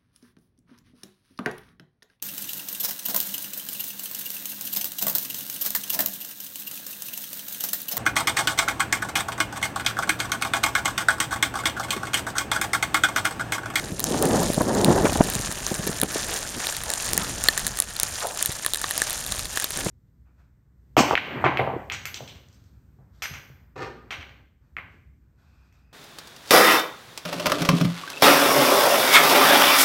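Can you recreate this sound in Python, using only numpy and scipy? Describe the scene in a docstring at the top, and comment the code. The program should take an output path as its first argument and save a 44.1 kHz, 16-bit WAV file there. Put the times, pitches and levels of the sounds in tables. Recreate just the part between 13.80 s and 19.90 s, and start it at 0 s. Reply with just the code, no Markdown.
"""Dog trotting through fresh snow

A hand-held camera follows the dog while icy snow falls. The snow crunches: many tiny damped
tones, mixed with noise, swell under each step. Single ice grains tick on the camera's case: short
noise snaps and pings with ringing tones. Gusts of fluttering noise rush over the microphone
and bump it with short bursts and pressure swings, mostly in the first second and a half."""
import sys
import numpy as np
from scipy.fft import rfft, irfft, next_fast_len
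from scipy.io import wavfile
from scipy.ndimage import map_coordinates

SR = 44100
rng = np.random.default_rng(int(sys.argv[2]) if len(sys.argv) > 2 else 0)


def to_wav(sig):
    """Store sig (one row per channel, or 1-D mono) as 16-bit WAV at the path in sys.argv[1].

    Samples outside -1..1 are clipped; the rate is SR.
    """
    pcm = np.clip(np.atleast_2d(sig), -1, 1) * 32767
    pcm = np.round(pcm).astype(np.int16)
    wavfile.write(sys.argv[1], SR, pcm.T)  # frames by channels


N = 269010  # length of the scene in samples


def amp(db):
    """Turn decibels into a gain."""
    return 10 ** (np.asarray(db) / 20)


def unit(x):
    """Scale a sound to an average (rms) level of 1."""
    return x / np.sqrt(np.mean(x ** 2) + 1e-20)


def wobble(rate):
    """Draw a smooth random curve through `rate` random points a second."""
    points = rng.standard_normal(int(N * rate / SR) + 4)
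    return map_coordinates(points, [np.arange(N) * rate / SR])


def filtered(x, response):
    """Multiply the spectrum of x by a response that depends on frequency."""
    size = next_fast_len(len(x) + 4096)
    spectrum = rfft(x, size) * response(np.fft.rfftfreq(size, 1 / SR))
    return irfft(spectrum, size)[:len(x)]


def coloured(x, points):
    """Filter x with a curve through (Hz, dB) points, then bring it to rms 1."""
    point_hz, point_db = np.transpose(points)
    response = lambda hz: amp(np.interp(np.log(hz + 1), np.log(point_hz), point_db))
    return unit(filtered(x, response))


def add(track, s, sound):
    """Mix a sound into the track from time s, or from the very start if s is negative."""
    start = max(round(s * SR), 0)
    part = track[start:start + len(sound)]
    part += sound[:len(part)]


def turbulence():
    """Coarse flutter of air: the large, low whirls and the small, high ones come and go separately."""
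    split_hz, large_db, small_db = 650, 1.8, 3.8
    low_pass = lambda hz: 1 / np.hypot(1, (hz / split_hz) ** 2)
    high_pass = lambda hz: (hz / split_hz) ** 2 / np.hypot(1, (hz / split_hz) ** 2)
    large = filtered(rng.standard_normal(N), low_pass)
    small = filtered(rng.standard_normal(N), high_pass)
    large_flutter = unit(amp(large_db * np.tanh(wobble(70))))
    small_flutter = unit(amp(small_db * np.tanh(wobble(110))))
    return large * large_flutter + small * small_flutter


def gusts():
    """Gusts swell and die over a light breeze: air rushes over the microphone above slow buffeting."""
    # Each row: peak time in seconds, rise and fall time constants of the rush in seconds,
    # rush level in dB, low buffeting level in dB.
    gust_rows = [(0.035, 0.1, 0.081, -35.5, -49), (0.27, 0.094, .03, -29.5, -44),
                 (0.34, 0.036, 0.036, -22, -44), (0.45, 0.074, 0.062, -19.5, -44),
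                 (0.545, 0.067, 0.066, -17.3, -40), (0.605, .025, 0.081, -21.5, -37),
                 (0.895, .07, 0.057, -21.5, -39), (0.98, 0.066, 0.059, -20, -38),
                 (1.1, 0.11, 0.076, -16.5, -44), (1.17, 0.046, 0.065, -19, -40),
                 (1.235, .04, .045, -22, -29), (1.395, 0.027, 0.032, -25.5, -28),
                 (1.46, .03, 0.12, -31.5, -37), (2.05, 0.43, 0.65, -38.5, -43.5),
                 (3.36, 0.075, 0.26, -35.5, -37), (3.86, 0.046, 0.046, -41.5, -35),
                 (5.55, .25, 0.17, -48, -41.5), (5.985, 0.017, .25, -34.5, -43)]
    # Tone of the rush in a strong gust. Each row: frequency in Hz, relative level in dB.
    rush_colour = [(30, -46), (100, -7.5), (210, 1), (320, 0), (550, -4), (850, -8), (1300, -19),
                   (1900, -21.5), (2500, -43), (6000, -68)]
    # Tone of the low buffeting. Each row: frequency in Hz, relative level in dB.
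    rumble_colour = [(12, -20), (28, 2), (60, 2.5), (120, -2.5), (220, -11.5), (500, -49), (1500, -70)]
    breeze_db, breeze_buffet_db = -53.5, -49
    buffet_lingers = 2.13  # buffeting swells and dies this many times more slowly than the rush
    gentle_db, strong_db = -34.5, -19.5  # rush levels that sound fully gentle and fully strong
    gentle_pitch = 0.71  # gentle air rushes at a lower pitch than a strong gust

    t = np.arange(N) / SR
    rush_power, buffet_power = amp(breeze_db) ** 2, amp(breeze_buffet_db) ** 2
    for s, rise, fall, rush_db, buffet_db in gust_rows:
        away = np.maximum((s - t) / rise, (t - s) / fall)  # distance from the peak in time constants
        rush_power = rush_power + (amp(rush_db) * np.exp(-away)) ** 2
        buffet_power = buffet_power + (amp(buffet_db) * np.exp(-away / buffet_lingers)) ** 2

    force = np.clip((10 * np.log10(rush_power) - gentle_db) / (strong_db - gentle_db), 0, 1)
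    strong = coloured(turbulence(), rush_colour)
    gentle = coloured(turbulence(), [(hz * gentle_pitch, db) for hz, db in rush_colour])
    rush = np.sqrt(rush_power) * (np.sqrt(force) * strong + np.sqrt(1 - force) * gentle)
    buffeting = unit(amp(3.6 * np.tanh(wobble(25))))
    rumble = np.sqrt(buffet_power) * buffeting * coloured(rng.standard_normal(N), rumble_colour)
    return rush + rumble


def swells(rows, octaves, skirt_db):
    """Short swells of noise, each in a broad band around its own centre, with a quieter, longer skirt."""
    out, t = np.zeros(N), np.arange(-SR // 8, SR // 8) / SR
    for s, db, length, centre_hz in rows:
        core = np.exp(-np.pi / 2 * (t / length) ** 2)
        skirt = amp(skirt_db) * np.exp(-np.abs(t) / length / 2)

        def band(hz):
            """A bell around the centre, tilted gently towards the low side."""
            bell = np.exp(-.5 * (np.log2((hz + 1) / centre_hz) / octaves) ** 2)
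            return bell * np.sqrt(centre_hz / (hz + centre_hz / 2))

        burst = filtered(rng.standard_normal(len(t)) * (core + skirt), band)
        # same energy as a steady sound of the given level and length
        add(out, s + t[0], amp(db) * burst * np.sqrt(length * SR / np.sum(burst ** 2)))
    return out


def bumps(rows, low_share, width_turns):
    """The core of an eddy is a dip of pressure between two smaller pushes."""
    out, t = np.zeros(N), np.arange(-SR // 40, SR // 40) / SR
    for s, db, length, centre_hz in rows:
        turns = low_share * centre_hz * t  # the swing is slower than the eddy's noise
        swing = -np.cos(2 * np.pi * turns) * np.exp(-(turns / width_turns) ** 2)
        add(out, s + t[0], amp(db) * swing * np.sqrt(length * SR / np.sum(swing ** 2)))
    return out


def eddies():
    """The strongest eddies bump the microphone with a burst of noise and a swing of pressure."""
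    # Each row: time in seconds, level in dB, nominal length in seconds, nominal centre in Hz.
    eddy_rows = [(0.107, -35, .004, 330), (0.125, -30, 0.021, 230), (0.314, -27, 0.0047, 420),
                 (0.346, -25.5, 0.0074, 820), (0.533, -21, .005, 260), (0.562, -18.5, 0.0056, 300),
                 (0.703, -18.5, 0.0038, 332), (0.78, -18, 0.0055, 346), (0.812, -14.5, 0.008, 467),
                 (1.085, -13.5, 0.0065, 360), (1.106, -12.5, 0.0038, 330), (1.25, -15, 0.0046, 328),
                 (1.256, -18.5, 0.0077, 920), (1.268, -20.5, 0.0084, 750), (1.295, -23, .005, 450),
                 (1.326, -22.5, .005, 560), (1.359, -19, 0.0059, 520), (1.408, -9, 0.0068, 327),
                 (1.414, -18, 0.004, 700), (1.487, -26, 0.0045, 330), (1.563, -30, .012, 260),
                 (1.6, -25, .005, 230), (1.694, -27, 0.0055, 180), (1.919, -24, 0.0077, 320),
                 (1.998, -27, 0.0063, 240), (2.073, -27.5, 0.0098, 450), (2.096, -24.5, 0.005, 280),
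                 (2.232, -17, 0.0032, 477), (2.233, -22, 0.0026, 1100), (2.245, -30.5, 0.013, 380),
                 (2.362, -23.5, 0.0051, 500), (2.774, -32, 0.015, 198), (4.695, -29, 0.0045, 187),
                 (6.066, -22.5, 0.0064, 278)]
    swing_db = -1  # level of the swing relative to the noise
    noise = swells(eddy_rows, octaves=1.0, skirt_db=-12.5)
    return noise + amp(swing_db) * bumps(eddy_rows, low_share=0.6, width_turns=0.53)


def brushing():
    """Soft brushing sounds close by are short swells of noise."""
    # Each row: time in seconds, level in dB, nominal length in seconds, nominal centre in Hz.
    brush_rows = [(2.53, -36.5, 0.079, 550), (3.1, -35, 0.046, 704), (3.42, -33.5, 0.04, 1250),
                  (4.432, -31.5, 0.017, 1280), (4.452, -25, 0.015, 690), (4.5, -38, 0.08, 740)]
    return swells(brush_rows, octaves=0.58, skirt_db=-10)


def small_ticks():
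    """Small grains land at random, each with its own size and pitch."""
    per_s, scatter_db = 7, 1
    usual_hz, spread_octaves = 8930, 0.26
    tick_db, panel_db, case_db, knock_db = -34.5, -43, -45, -51
    rows = []
    for _ in range(int(per_s * N / SR)):
        size_db = rng.normal(0, scatter_db)
        hz = usual_hz * 2 ** rng.normal(0, spread_octaves)
        s = rng.random() * N / SR
        levels = [db + size_db for db in (tick_db, panel_db, case_db, knock_db)]
        rows.append((s, *levels, hz))
    return rows


def ring(modes, t, attack):
    """A part of the camera rings with a new balance, tuning and damping for each place that is hit."""
    detune, scatter_db, damping_spread = .025, 2.5, .25
    damping = np.exp(rng.normal(0, damping_spread))
    total = 0
    for hz, db, t60 in modes:
        decay = amp(db + rng.normal(0, scatter_db) - 60 * damping * t / t60)
        mode_hz = hz * (1 + rng.normal(0, detune))
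        total = total + decay * np.sin(2 * np.pi * (mode_hz * t + rng.random()))
    return unit(total * (1 - np.exp(-t / attack)))


def ice_ticks():
    """Grains snap, ping and ring the camera; its case builds up more slowly than its panel and dull knock."""
    # Large ice grains hitting the camera. Each row: time in seconds, tick level in dB, panel ring
    # level in dB, case ring level in dB, dull knock level in dB, ping frequency in Hz.
    large_ticks = [(0.195, -30.5, -36.5, -49, -46, 8800), (0.203, -30, -38, -47, -46, 12600),
                   (0.2414, -23, -36, -48, -53, 7540), (0.425, -25, -36, -56, -52, 8700),
                   (0.4551, -29, -50, -42, -50, 8850), (1.046, -22.5, -24, -53, -50, 9750),
                   (1.5007, -30.5, -48, -53, -53, 11500), (1.5526, -28.5, -40, -50, -46, 8500),
                   (1.866, -27.5, -41.5, -56, -41, 5840), (2.2153, -23, -32, -38, -48, 10300),
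                   (2.2338, -25.5, -44, -50, -47, 9700), (2.8697, -32, -29.5, -37.5, -43, 8200),
                   (2.9668, -33.5, -36.5, -42, -60, 11000), (3.1023, -27, -36, -41, -48, 7850),
                   (3.1371, -26.5, -34, -58, -52, 8150), (3.333, -23, -46, -55, -50, 9540),
                   (3.3776, -20, -49, -32, -38, 8300), (3.639, -24.5, -52, -42, -43.5, 8500),
                   (3.686, -18, -12.5, -18, -27.5, 9900), (3.7772, -25, -37, -30.5, -44, 7840),
                   (3.8668, -25.5, -35, -36, -47, 8800), (3.9885, -29, -41, -44, -43, 8500),
                   (4.0013, -17.5, -36, -40, -41, 10200), (4.0223, -29.5, -38, -62, -56, 9600),
                   (4.1653, -36.5, -36, -61, -58, 8300), (4.1993, -24, -32, -59, -53, 9100),
                   (4.2324, -20.5, -38, -41, -40.5, 8700), (4.574, -34, -42, -56, -45, 9500),
                   (4.6264, -21, -53, -55, -52, 9600), (4.659, -23, -36, -41, -50, 13200),
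                   (4.848, -33, -40, -34, -42, 9000), (4.8629, -23, -31, -33, -34.5, 10000),
                   (4.9355, -26, -28, -52, -54, 8800), (4.9457, -30, -32.5, -48, -51, 8500),
                   (4.956, -42, -44, -38, -54, 9000), (5.016, -32, -43, -41, -47, 9000),
                   (5.0419, -37, -32, -32.5, -30.5, 7000), (5.1096, -28, -34.5, -33.5, -42, 10900),
                   (5.1785, -25.5, -38, -37, -53, 10200), (5.2186, -23, -33, -24.5, -36, 7950),
                   (5.3065, -30.5, -38, -53, -52, 8500), (5.4643, -36, -38, -52, -50, 11400),
                   (5.522, -29.5, -31.5, -48, -44, 9400), (5.5933, -32.5, -35, -48, -44, 9000),
                   (5.7734, -28.5, -34.5, -28, -37, 7100), (5.799, -30, -39, -38, -54, 9000),
                   (5.843, -27, -30.5, -41, -42, 12300)]
    # Tone of the snap before its tilt. Each row: frequency in Hz, relative level in dB.
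    snap_colour = [(500, -6.5), (2000, -7.5), (5000, -6), (7000, 3.5), (10000, 4), (12200, -1),
                   (15500, -4.5)]
    # Resonances of the panel, the case and the dull knock. Each row: nominal frequency in Hz,
    # nominal relative level in dB, nominal time to fall by 60 dB in seconds.
    panel_modes = [(3720, -2.5, 0.0027), (3970, 3, 0.0036)]
    case_modes = [(1690, -7, 0.0057), (1777, 4, 0.013)]
    knock_modes = [(480, -3, 0.0051), (756, 2.5, .003), (1160, -3.5, 0.015)]

    out, t = np.zeros(N), np.arange(SR // 50) / SR
    contact = 1 - np.exp(-t / 0.00062)
    for s, tick_db, panel_db, case_db, knock_db, hz in large_ticks + small_ticks():
        # ticks with a higher ping also snap more brightly
        tilt_db = 14 * np.log2(hz / 9000)
        colour = [(f, db + tilt_db * max(np.log2(f / 7000), 0)) for f, db in snap_colour]
        snap = coloured(rng.standard_normal(len(t)) * contact * amp(-60 * t / 0.0033), colour)
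        ping = unit(np.sin(2 * np.pi * hz * t) * contact * amp(-60 * t / 0.0016))
        tick = amp(tick_db) * unit(snap + amp(-1) * ping)
        panel = amp(panel_db) * ring(panel_modes, t, attack=0.0001)
        case = amp(case_db) * ring(case_modes, t, attack=0.00065)
        knock = amp(knock_db) * ring(knock_modes, t, attack=0.00038)
        add(out, s, tick + panel + case + knock)
    return out


def grains(rate, centre_hz, spread, cycles, scatter_db):
    """Tiny fractures at random moments: damped sines, most weak and a few strong."""
    count = int(rate * N / SR)
    when, size = rng.random((count, 2)).T
    hz = centre_hz * np.exp(spread * rng.standard_normal((count, 1)))
    hz = np.clip(hz, 500, 15000)
    k = np.arange(96)  # each fracture lasts 96 samples
    turns = hz * k / SR
    rank = np.minimum(-np.log(1 - size), 3)  # mostly small, limited to 3
    strength = amp(scatter_db * rank)
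    rings = strength[:, None] * np.sin(2 * np.pi * turns) * np.exp(-turns / cycles)
    places = (when * N).astype(int)[:, None] + k
    return unit(np.bincount(places.ravel(), rings.ravel(), N)[:N])


def snow():
    """Under each step crystals break in clumps with a fine hiss; the snow beneath packs and crumbles."""
    # Feet sinking into the snow, the first already under way. Each row: start in seconds, time until
    # the weight eases in seconds, crisp crunch level in dB, dull packing level in dB.
    steps = [(-0.05, 0.037, -54, -43.5), (0.222, 0.48, -33.5, -42.5), (0.52, 0.18, -37.5, -61),
             (0.772, 0.042, -44, -57), (0.933, 0.15, -35, -42), (1.21, 0.14, -34, -41),
             (1.416, 0.24, -33.5, -39), (1.836, 0.27, -34.5, -39.5), (2.273, 0.29, -31.5, -38),
             (2.755, 0.11, -32.5, -38.5), (3.046, 0.43, -33, -41), (3.58, 0.27, -35.5, -41),
             (4.053, 0.035, -44, -45), (4.178, 0.25, -34, -43.5), (4.56, 0.28, -37, -46.5),
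             (4.922, 0.19, -35.5, -44.5), (5.137, 0.38, -33.5, -43.5), (5.68, 0.19, -37, -46),
             (5.923, 0.2, -33, -41.5)]
    # Tones of the crunch, the brightest snaps and the packing. Each row: frequency in Hz, gain in dB.
    crisp_colour = [(250, -7.5), (600, 2.5), (1500, -5), (2500, -3.5), (3800, -2.5), (5000, -2),
                    (6800, 3.5), (9500, 1.5), (11000, -3), (12200, -15), (13200, -4), (15000, -20),
                    (16000, -67)]
    sparkle_colour = [(1500, -22), (4000, -1.5), (7000, 8.5), (10000, 2.5), (12200, -3), (13300, 0),
                      (15600, -10)]
    packing_colour = [(100, -13), (300, -36), (600, 2.5), (1000, -0.5), (1400, 2.5), (1780, 8), (2200, -9),
                      (3200, -24), (6000, -15.5)]
    attack_s, release_s = 0.047, 0.25  # the weight comes on quickly and eases off
    uneven_db, uneven_per_s = 1.0, 13  # the snow gives way unevenly
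    floor_db = -41  # the crisp sound never quite stops between steps

    t = np.arange(N) / SR
    crisp_power, press_power = amp(floor_db) ** 2, 0
    for s, length, crisp_db, press_db in steps:
        onset = np.clip((t - s) / attack_s, 0, 1)
        weight = onset * np.exp(-np.maximum(t - s - length, 0) / release_s)
        crisp_power = crisp_power + (amp(crisp_db) * weight) ** 2
        press_power = press_power + (amp(press_db) * weight) ** 2

    clumps = amp(3.6 * np.tanh(wobble(100)))
    fractures = grains(rate=2100, centre_hz=6220, spread=0.56, cycles=1.03, scatter_db=4.5)
    breaks = unit(clumps * fractures)
    crisp = coloured(breaks + amp(-4.5) * rng.standard_normal(N), crisp_colour)
    # a few of the smallest crystals snap singly, very brightly
    bright_snaps = grains(rate=130, centre_hz=11200, spread=0.23, cycles=1.3, scatter_db=2.0)
    sparkle = coloured(bright_snaps, sparkle_colour)
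    crumbling = grains(rate=900, centre_hz=1610, spread=0.41, cycles=0.87, scatter_db=3.0)
    crumbs = unit(clumps * crumbling)
    packing = coloured(crumbs + amp(5.5) * rng.standard_normal(N), packing_colour)

    uneven = amp(uneven_db * wobble(uneven_per_s))
    crunch = np.sqrt(crisp_power) * (crisp + amp(-6.5) * sparkle)
    return uneven * (crunch + np.sqrt(press_power) * packing)


def scene():
    """Add up all the sources; open snow gives no echo."""
    wind = gusts() + eddies()
    return (wind + brushing() + ice_ticks() + snow())[None]


def record(dry):
    """The camera blocks steady pressure, has a narrow treble notch, clips at full scale and limits the band."""
    notch_hz, width_hz, low_cut_hz, top_hz = 7900, 380, 10, 16100
    notch = lambda hz: (notch_hz ** 2 - hz ** 2) / (notch_hz ** 2 - hz ** 2 + 1j * hz * width_hz)
    low_cut = lambda hz: hz / (hz - 1j * low_cut_hz)
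    band_limit = lambda hz: 1 / np.sqrt(1 + (hz / top_hz) ** 120)
    heard = filtered(dry[0], lambda hz: notch(hz) * low_cut(hz))
    return filtered(np.clip(heard, -1, 1), band_limit)[None]


dry = scene()
out = record(dry)
to_wav(out)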